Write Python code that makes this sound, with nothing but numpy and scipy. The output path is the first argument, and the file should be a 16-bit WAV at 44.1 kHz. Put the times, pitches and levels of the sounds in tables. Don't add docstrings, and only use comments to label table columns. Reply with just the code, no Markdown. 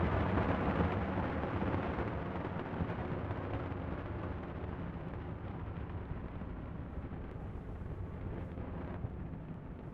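import sys
import numpy as np
from scipy import signal
from scipy.fft import rfft, irfft, next_fast_len
from scipy.io import wavfile

SR = 44100
rng = np.random.default_rng(int(sys.argv[2]) if len(sys.argv) > 2 else 0)


def materialize(psi):
    bounded = np.clip(np.atleast_2d(psi).T, -1, 1)
    quanta = np.round(bounded * 32767).astype(np.int16)
    wavfile.write(sys.argv[1], SR, quanta)


N = 438177
TIME = np.arange(N) / SR

# start_s, length_s, start_lift_db, end_lift_db
AIR_SWELLS = [(-0.05, 0.93, 1, 2), (1.62, 0.38, 2.5, 3), (2.75, 0.92, 1.4, 2), (3.9, 1, 1.8, 0.5),
              (5.1, 0.75, -1, 1.7), (7.12, 0.072, 2, 1.5), (7.38, 0.2, 3, -0.5), (8.05, 0.22, 1.1, 2.5),
              (8.31, 0.11, 3.5, 7.5), (8.61, 0.37, 5, 6)]


def amp(db):
    return 10 ** (np.asarray(db) / 20)


def unit_rms(x):
    return x / np.sqrt(np.mean(x ** 2) + 1e-20)


def curve(rows):
    return np.interp(TIME, *np.transpose(rows))


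def add(mix, start_s, sound):
    part = mix[max(round(start_s * SR), 0):][:len(sound)]
    part += sound[:len(part)]


def below(x, hz):
    return signal.sosfiltfilt(signal.butter(3, hz, fs=SR, output="sos"), x + 1e-18, padtype="even")


def delayed(x, delay_s):
    return np.interp(TIME - delay_s, TIME, x, left=0)


def coloured(x, colour):
    hz, db = np.transpose(colour)
    size = next_fast_len(N + SR)
    bins_hz = np.fft.rfftfreq(size, 1 / SR)
    gain = amp(np.interp(np.log(bins_hz + 1), np.log(hz + 1), db))
    return irfft(rfft(x, size) * 1j * gain, size)[:N]


def sawteeth(clicks, colour):
    return coloured(clicks, colour) / abs(coloured(signal.unit_impulse(N, "mid"), colour)).max()


def wander(rate_hz):
    step = 50
    t = np.arange(-SR, N + SR, step) / SR
    return unit_rms(np.interp(TIME, t, below(rng.standard_normal(len(t)), rate_hz * step)))


def swells(rows, edge_s=0.06):
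    total_db = np.zeros(N)
    for start_s, length_s, *lift_db in rows:
        end_s = start_s + length_s
        gate = np.clip(.5 + np.minimum(TIME - start_s, end_s - TIME) / edge_s, 0, 1)
        total_db += np.interp(TIME, [start_s, end_s], lift_db) * gate
    return total_db


def plume(shocks_per_s=1150, steepening=1.35, steep_hz=3000, billow_db=0.95, billow_hz=45):
    spread_db = 2.15 + .06 * TIME + .02 * swells(AIR_SWELLS)
    size = amp(spread_db * np.minimum(rng.exponential(1, N), 3.9))
    hit = rng.random(N) < shocks_per_s / SR
    trim = 1 / amp(spread_db ** 2 / 2)
    shocks = unit_rms(size * trim * hit)
    steep = unit_rms(size ** steepening * trim * hit)
    shocks = below(shocks - shocks.mean(), steep_hz) + steep - below(steep, steep_hz)
    turbulence = amp(-1) * below(rng.standard_normal(N), 2 * steep_hz)
    return (turbulence + shocks) * amp(billow_db * wander(billow_hz))


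def ground_scatter(x, tail_db=-6, t60_s=0.15):
    decay = amp(-120 / (t60_s * SR))
    power = signal.lfilter([1 - decay], [1, -decay], x ** 2)
    return x + amp(tail_db) * np.sqrt(power) * rng.standard_normal(N)


def restless_air(x, strength=.1, fade_hz=1.1, stretch=.13, drift_hz=.4, top_hz=2000):
    bent_paths = [.0021, .0033, .0047, .0074]
    paths = sum(wander(fade_hz) * delayed(x, delay_s * (1 + stretch * wander(drift_hz)))
                for delay_s in bent_paths)
    return x + strength * below(paths, top_hz)


def ground_echo(x, strength=.11, top_hz=1200):
    # time_s, delay_s
    ground_delay = [(1.5, .0059), (4, .0047), (6.3, .0052), (9, .0044)]
    return x + strength * below(delayed(x, curve(ground_delay)), top_hz)


def wall_echo(x, dull_gain=0.17, dull_hz=480):
    # time_s, delay_s
    wall_delay = [(0, .0109), (4, .01105), (8, .0114)]
    # time_s, gain
    crisp_part = [(0, 0.21), (4, 0.04), (6, 0), (7.6, 0.01), (8.6, 0.31), (9.94, 0.01)]
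    echo = delayed(x, curve(wall_delay))
    return x + dull_gain * below(echo, dull_hz) + curve(crisp_part) * echo


def registers(x, deep_hz=125, rumble_hz=260, crackle_hz=1400):
    deep, low, body = below(x, deep_hz), below(x, rumble_hz), below(x, crackle_hz)
    return np.array([unit_rms(band) for band in (deep, low - deep, body - low, x - body)])


def exhaust(near_s=1, midway_s=4.2, receding_s=6.2, far_s=8.0, heave_db=0.6, rip_db=1.03):
    # frequency_hz, level_db
    near_colour = [(22, -22.5), (48, -13.5), (78, 0), (130, -3.5), (195, -0.5), (240, -1), (350, -9.5),
                   (410, -10), (520, -9.5), (660, -11.5), (810, -13), (1400, -18.5), (2100, -25.5),
                   (3000, -33.5), (5000, -53), (7000, -61), (10000, -69.5), (14000, -83)]
    midway_colour = [(22, -24.5), (48, -9.5), (80, -1.5), (135, -2.5), (175, -2), (225, -10.5), (290, -4.5),
                     (355, -4.5), (425, -13.5), (535, -9), (640, -14.5), (810, -14.5), (1400, -19.5),
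                     (2100, -28.5), (3000, -36), (5000, -56), (8000, -71), (14000, -82.5)]
    receding_colour = [(22, -15), (35, -6.5), (54, 2), (100, 0.7), (140, -7.5), (178, -7), (205, -12),
                       (290, -8.5), (365, -13.5), (483, -15), (590, -20.5), (860, -19), (1280, -23.5),
                       (2000, -31), (3000, -39.5), (4500, -56.5), (7500, -76), (14000, -82.5)]
    far_colour = [(22, -13.5), (33, -7), (48, 1), (90, -2.5), (115, -1), (165, -1.9), (220, -8),
                  (290, -10.5), (450, -15.5), (540, -15.5), (700, -21.5), (900, -22), (1130, -26),
                  (1420, -28), (2000, -34), (3100, -44.5), (5000, -64.5), (7500, -81), (14000, -86.5)]
    # start_db, fall_db_per_s, floor_db
    distance_fades = [(-40.5, 4.5, -46), (-43.5, 3, -51), (-39, 2.5, -55), (-49.5, 2.5, -71.5)]
    arriving = restless_air(ground_scatter(plume()))
    at_microphone = hollow(wall_echo(ground_echo(arriving)))
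    colours = [near_colour, midway_colour, receding_colour, far_colour]
    shares = [np.interp(TIME, [near_s, midway_s, receding_s, far_s], row) for row in np.eye(4)]
    bands = sum(share * registers(coloured(at_microphone, colour))
                for share, colour in zip(shares, colours))
    fades = [np.hypot(amp(start_db - fall * TIME), amp(floor_db))
             for start_db, fall, floor_db in distance_fades]
    swell = swells(AIR_SWELLS)
    low_surge, high_surge = billows()
    ebb_db = 10 * np.maximum(TIME - 9.35, 0)
    far = shares[-1]
    deep_db = 0.82 * (1 - far) * swell + low_surge + heave_db * wander(rate_hz=5.8) - ebb_db
    rumble_db = 0.36 * swell + 0.26 * low_surge + heave_db * wander(rate_hz=3.3) - ebb_db / 2
    roar_db = swell + high_surge
    crackle_db = (0.67 + 0.26 * far) * swell + 0.43 * high_surge + rip_db * wander(rate_hz=24)
    return (bands * fades * amp([deep_db, rumble_db, roar_db, crackle_db])).sum(0)


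def flurry(lead_s, decay_s):
    t = TIME[:SR // 10] - 0.05
    shocks = rng.standard_normal(len(t)) * np.exp(-np.maximum(t / decay_s, -t / lead_s))
    return shocks / np.linalg.norm(shocks)


def cracks(front_hz=5500):
    # time_s, level_db, then relative to that level thump_db, cluster_db, snap_db
    big_shocks = [(0.206, -36, -3, -1, 3), (0.235, -42, -4, 0.5, -7), (0.347, -32, -1, -3, -9),
                  (0.446, -33, -16, 2.5, -15.5), (0.489, -33, -5.5, 6.5, -11), (0.657, -37, -0.5, 4, 1.5),
                  (0.757, -29.5, -5.5, 5, -17), (0.799, -38.5, -7.5, 7.5, -9.5), (0.922, -31, -7.5, 6, 0),
                  (1.177, -35, -1, 3, -5), (1.226, -38, 3, 4, -6), (1.3, -37.5, 0.5, 7, -14),
                  (1.333, -36, 1, -2.5, -7.5), (1.435, -27.5, -3.5, -3.5, -20), (1.563, -31, 0, -0.5, -9),
                  (1.678, -35.5, 3, 5, -9), (1.745, -25.5, -6.5, -4.5, -17), (1.875, -33.5, -7.5, -8, -14),
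                  (1.988, -30, 1.5, 1, -12), (2.019, -35, -2, -3, -15), (2.078, -32.5, -2.5, 4, -6),
                  (2.357, -35, -2.5, 6.5, -4), (2.448, -36, -11.5, 6.5, -10), (2.595, -35, -7.5, 5.5, -3),
                  (2.742, -37.5, -5.5, -1, -4), (2.807, -41, 9.5, 7, -3), (2.902, -36, -16, 8, -10),
                  (3.051, -38, -7.5, 0.5, -4.5), (3.117, -40, 11.5, 6.5, -4), (3.248, -43.5, -6.5, 5.5, -2),
                  (3.31, -33, -3, 4, -13.5), (3.374, -37.5, -8.5, -0.5, -2.5), (3.452, -35, -4.5, -2, -16),
                  (3.536, -31.5, -13.5, -0.5, -11), (3.661, -33.5, -2, 1, -15),
                  (3.925, -37, -5.5, 3.5, -14), (4.235, -40, 0.5, 9, -12), (4.432, -41, -7, 9, -7),
                  (4.484, -41.5, -5, 1.5, -7), (4.641, -38.5, 4.5, -1.5, -10.5),
                  (5.073, -47.5, -6, -1, -4.5), (5.137, -38.5, 2, 3, -13), (5.221, -46.5, -6, -0.5, -6),
                  (5.464, -48, 1.5, 1, -5), (5.482, -46, -4, -2, 3), (5.513, -45.5, -3.5, -2, -2),
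                  (5.596, -44, -0.5, 4, -4.5), (5.768, -48.5, -5.5, -1, 4), (5.808, -46, -7, -3, -3),
                  (5.896, -44, -7.5, -1.5, -0.5), (5.977, -47.5, -2, -1.5, -2), (6.054, -44, -5, -0.5, -2),
                  (6.284, -44.5, -5, 1, -2), (6.356, -44.5, 5, 1, -9), (6.658, -47, 2.5, 1, -1),
                  (6.805, -49.5, -1, 0, -6), (8.213, -49.5, 2.5, -7, 2), (8.27, -48.5, 17.5, -6, -8),
                  (8.308, -48.5, -3.5, 2, -5), (8.518, -45, -4, -3, 1), (8.578, -42, 1.5, -11.5, -15),
                  (8.615, -46, -0.5, -0.5, -7), (8.782, -44, -5, -0.5, -14), (8.813, -42.5, -14.5, 2, -13),
                  (8.848, -44, -8, 1, -12), (8.877, -40.5, -10.5, -3.5, -18), (8.905, -44, -8, 2, -13),
                  (8.943, -35.5, -13, -6, -12.5), (9.485, -51, 0, -1, -0.5), (9.791, -46, 10, -5, -3)]
    # frequency_hz, level_db
    crack_colour = [(150, 3.5), (400, 4.5), (1000, 0.5), (2000, -10), (3100, -19.5), (5000, -37.5),
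                    (8000, -48.5), (10000, -52), (14000, -68)]
    thump_colour = [(30, -28), (80, 9), (200, -3), (400, -2), (1200, -70)]
    snap_colour = [(300, -24), (1200, 2), (2200, 6), (3200, -0.5), (4300, -14), (6000, -35), (10000, -39),
                   (14000, -48)]
    fronts, clusters, thumps, snaps = np.zeros((4, N))
    for time_s, level_db, thump_db, cluster_db, snap_db in big_shocks:
        add(fronts, time_s, amp([level_db]))
        add(clusters, time_s - 0.05, amp(level_db + cluster_db) * flurry(lead_s=0.004, decay_s=0.015))
        add(thumps, time_s, amp([level_db + thump_db]))
        add(snaps, time_s - 0.05, amp(level_db + snap_db) * flurry(lead_s=0.001, decay_s=0.0035))
    rounded = amp(-1.8) * below(fronts, front_hz)
    crack = amp(1) * sawteeth(rounded + clusters, crack_colour)
    thump = amp(-4) * sawteeth(thumps, thump_colour)
    snap = amp(-1) * sawteeth(snaps, snap_colour)
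    return wall_echo(crack + thump + snap)


def billows(half_width_s=0.013):
    # time_s, deep_lift_db, roar_lift_db
    surges = [(0.38, 5, 4.5), (0.5, 6.5, 3), (0.68, 9.5, 5.5), (0.809, 6, 5.5), (1.01, 0, 4.5),
              (1.228, 4, -1), (1.44, 9, 2), (1.75, 7, -3), (2.02, 6, 5.5), (2.22, 9, 3.5), (2.6, 0.5, 4.5),
              (2.82, 12, -2), (3.121, 13.5, -0.5), (4.245, 2, -0.5), (4.76, 0, -0.5), (5.15, 8, 3),
              (5.48, -2, 4), (6.12, 11, 0.5), (6.37, 9.5, -4), (6.53, 1, 1.5), (6.8, 3, -1),
              (6.98, 9.5, -1), (7.5, 6, -2.5), (7.7, 3, 3.5), (8.13, 8.5, -3), (8.74, 3, 0), (9.05, 8, 5),
              (9.21, 7.5, 1)]
    bump = np.exp(-((TIME[:SR // 5] - 0.1) / half_width_s) ** 2)
    low, high = np.zeros((2, N))
    for time_s, deep_lift_db, roar_lift_db in surges:
        add(low, time_s - 0.1, deep_lift_db * bump)
        add(high, time_s - 0.1, roar_lift_db * bump)
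    return low, high


def ticks(gain_db=10):
    # time_s, level_db
    close_ticks = [(0.6154, -57.5), (3.589, -63), (5.086, -57.5), (7.314, -55), (8.3445, -63), (9.101, -65),
                   (9.543, -60.5)]
    # frequency_hz, level_db
    tick_colour = [(300, -2), (1500, 13), (3000, 4), (4500, -11), (7000, -15), (14000, -23)]
    clicks = np.zeros(N)
    for time_s, level_db in close_ticks:
        add(clicks, time_s, amp([level_db + gain_db]))
    return sawteeth(clicks, tick_colour)


def hollow(x):
    # time_s, length_s, centre_hz, width_hz, lift_db
    hollow_band = (1.226, 0.18, 760, 310, 5.7)
    time_s, length_s, centre_hz, width_hz, lift_db = hollow_band
    band = signal.lfilter(*signal.iirpeak(centre_hz, centre_hz / width_hz, SR), x)
    bump = np.exp(-(2 * (TIME - time_s) / length_s) ** 2)
    return x + band * (amp(lift_db * bump) - 1)


def hiss(rest_db=-92.7, flicker_db=1.0, flicker_hz=30):
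    # start_s, length_s, start_lift_db, end_lift_db
    puffs = [(6.85, 0.13, 4, 7), (7.35, 0.87, 8, 6.5), (8.36, 0.14, 10, 13), (8.75, 0.25, 3, 3.5),
             (9.78, 0.26, 3, 9)]
    # frequency_hz, level_db
    hiss_colour = [(1000, -15.5), (4000, 4), (7000, 2), (10000, -1.5), (14000, -4)]
    level_db = rest_db + swells(puffs, edge_s=0.25) + flicker_db * wander(flicker_hz)
    return unit_rms(coloured(rng.standard_normal(N), hiss_colour)) * amp(level_db)


def scene():
    return (exhaust() + cracks() + ticks() + hiss())[None]


def record(dry, edge_hz=14500):
    band_limit = signal.firwin(511, edge_hz, window=("kaiser", 9), fs=SR)
    return signal.oaconvolve(dry, band_limit[None], "same")


dry = scene()
out = record(dry)
materialize(out)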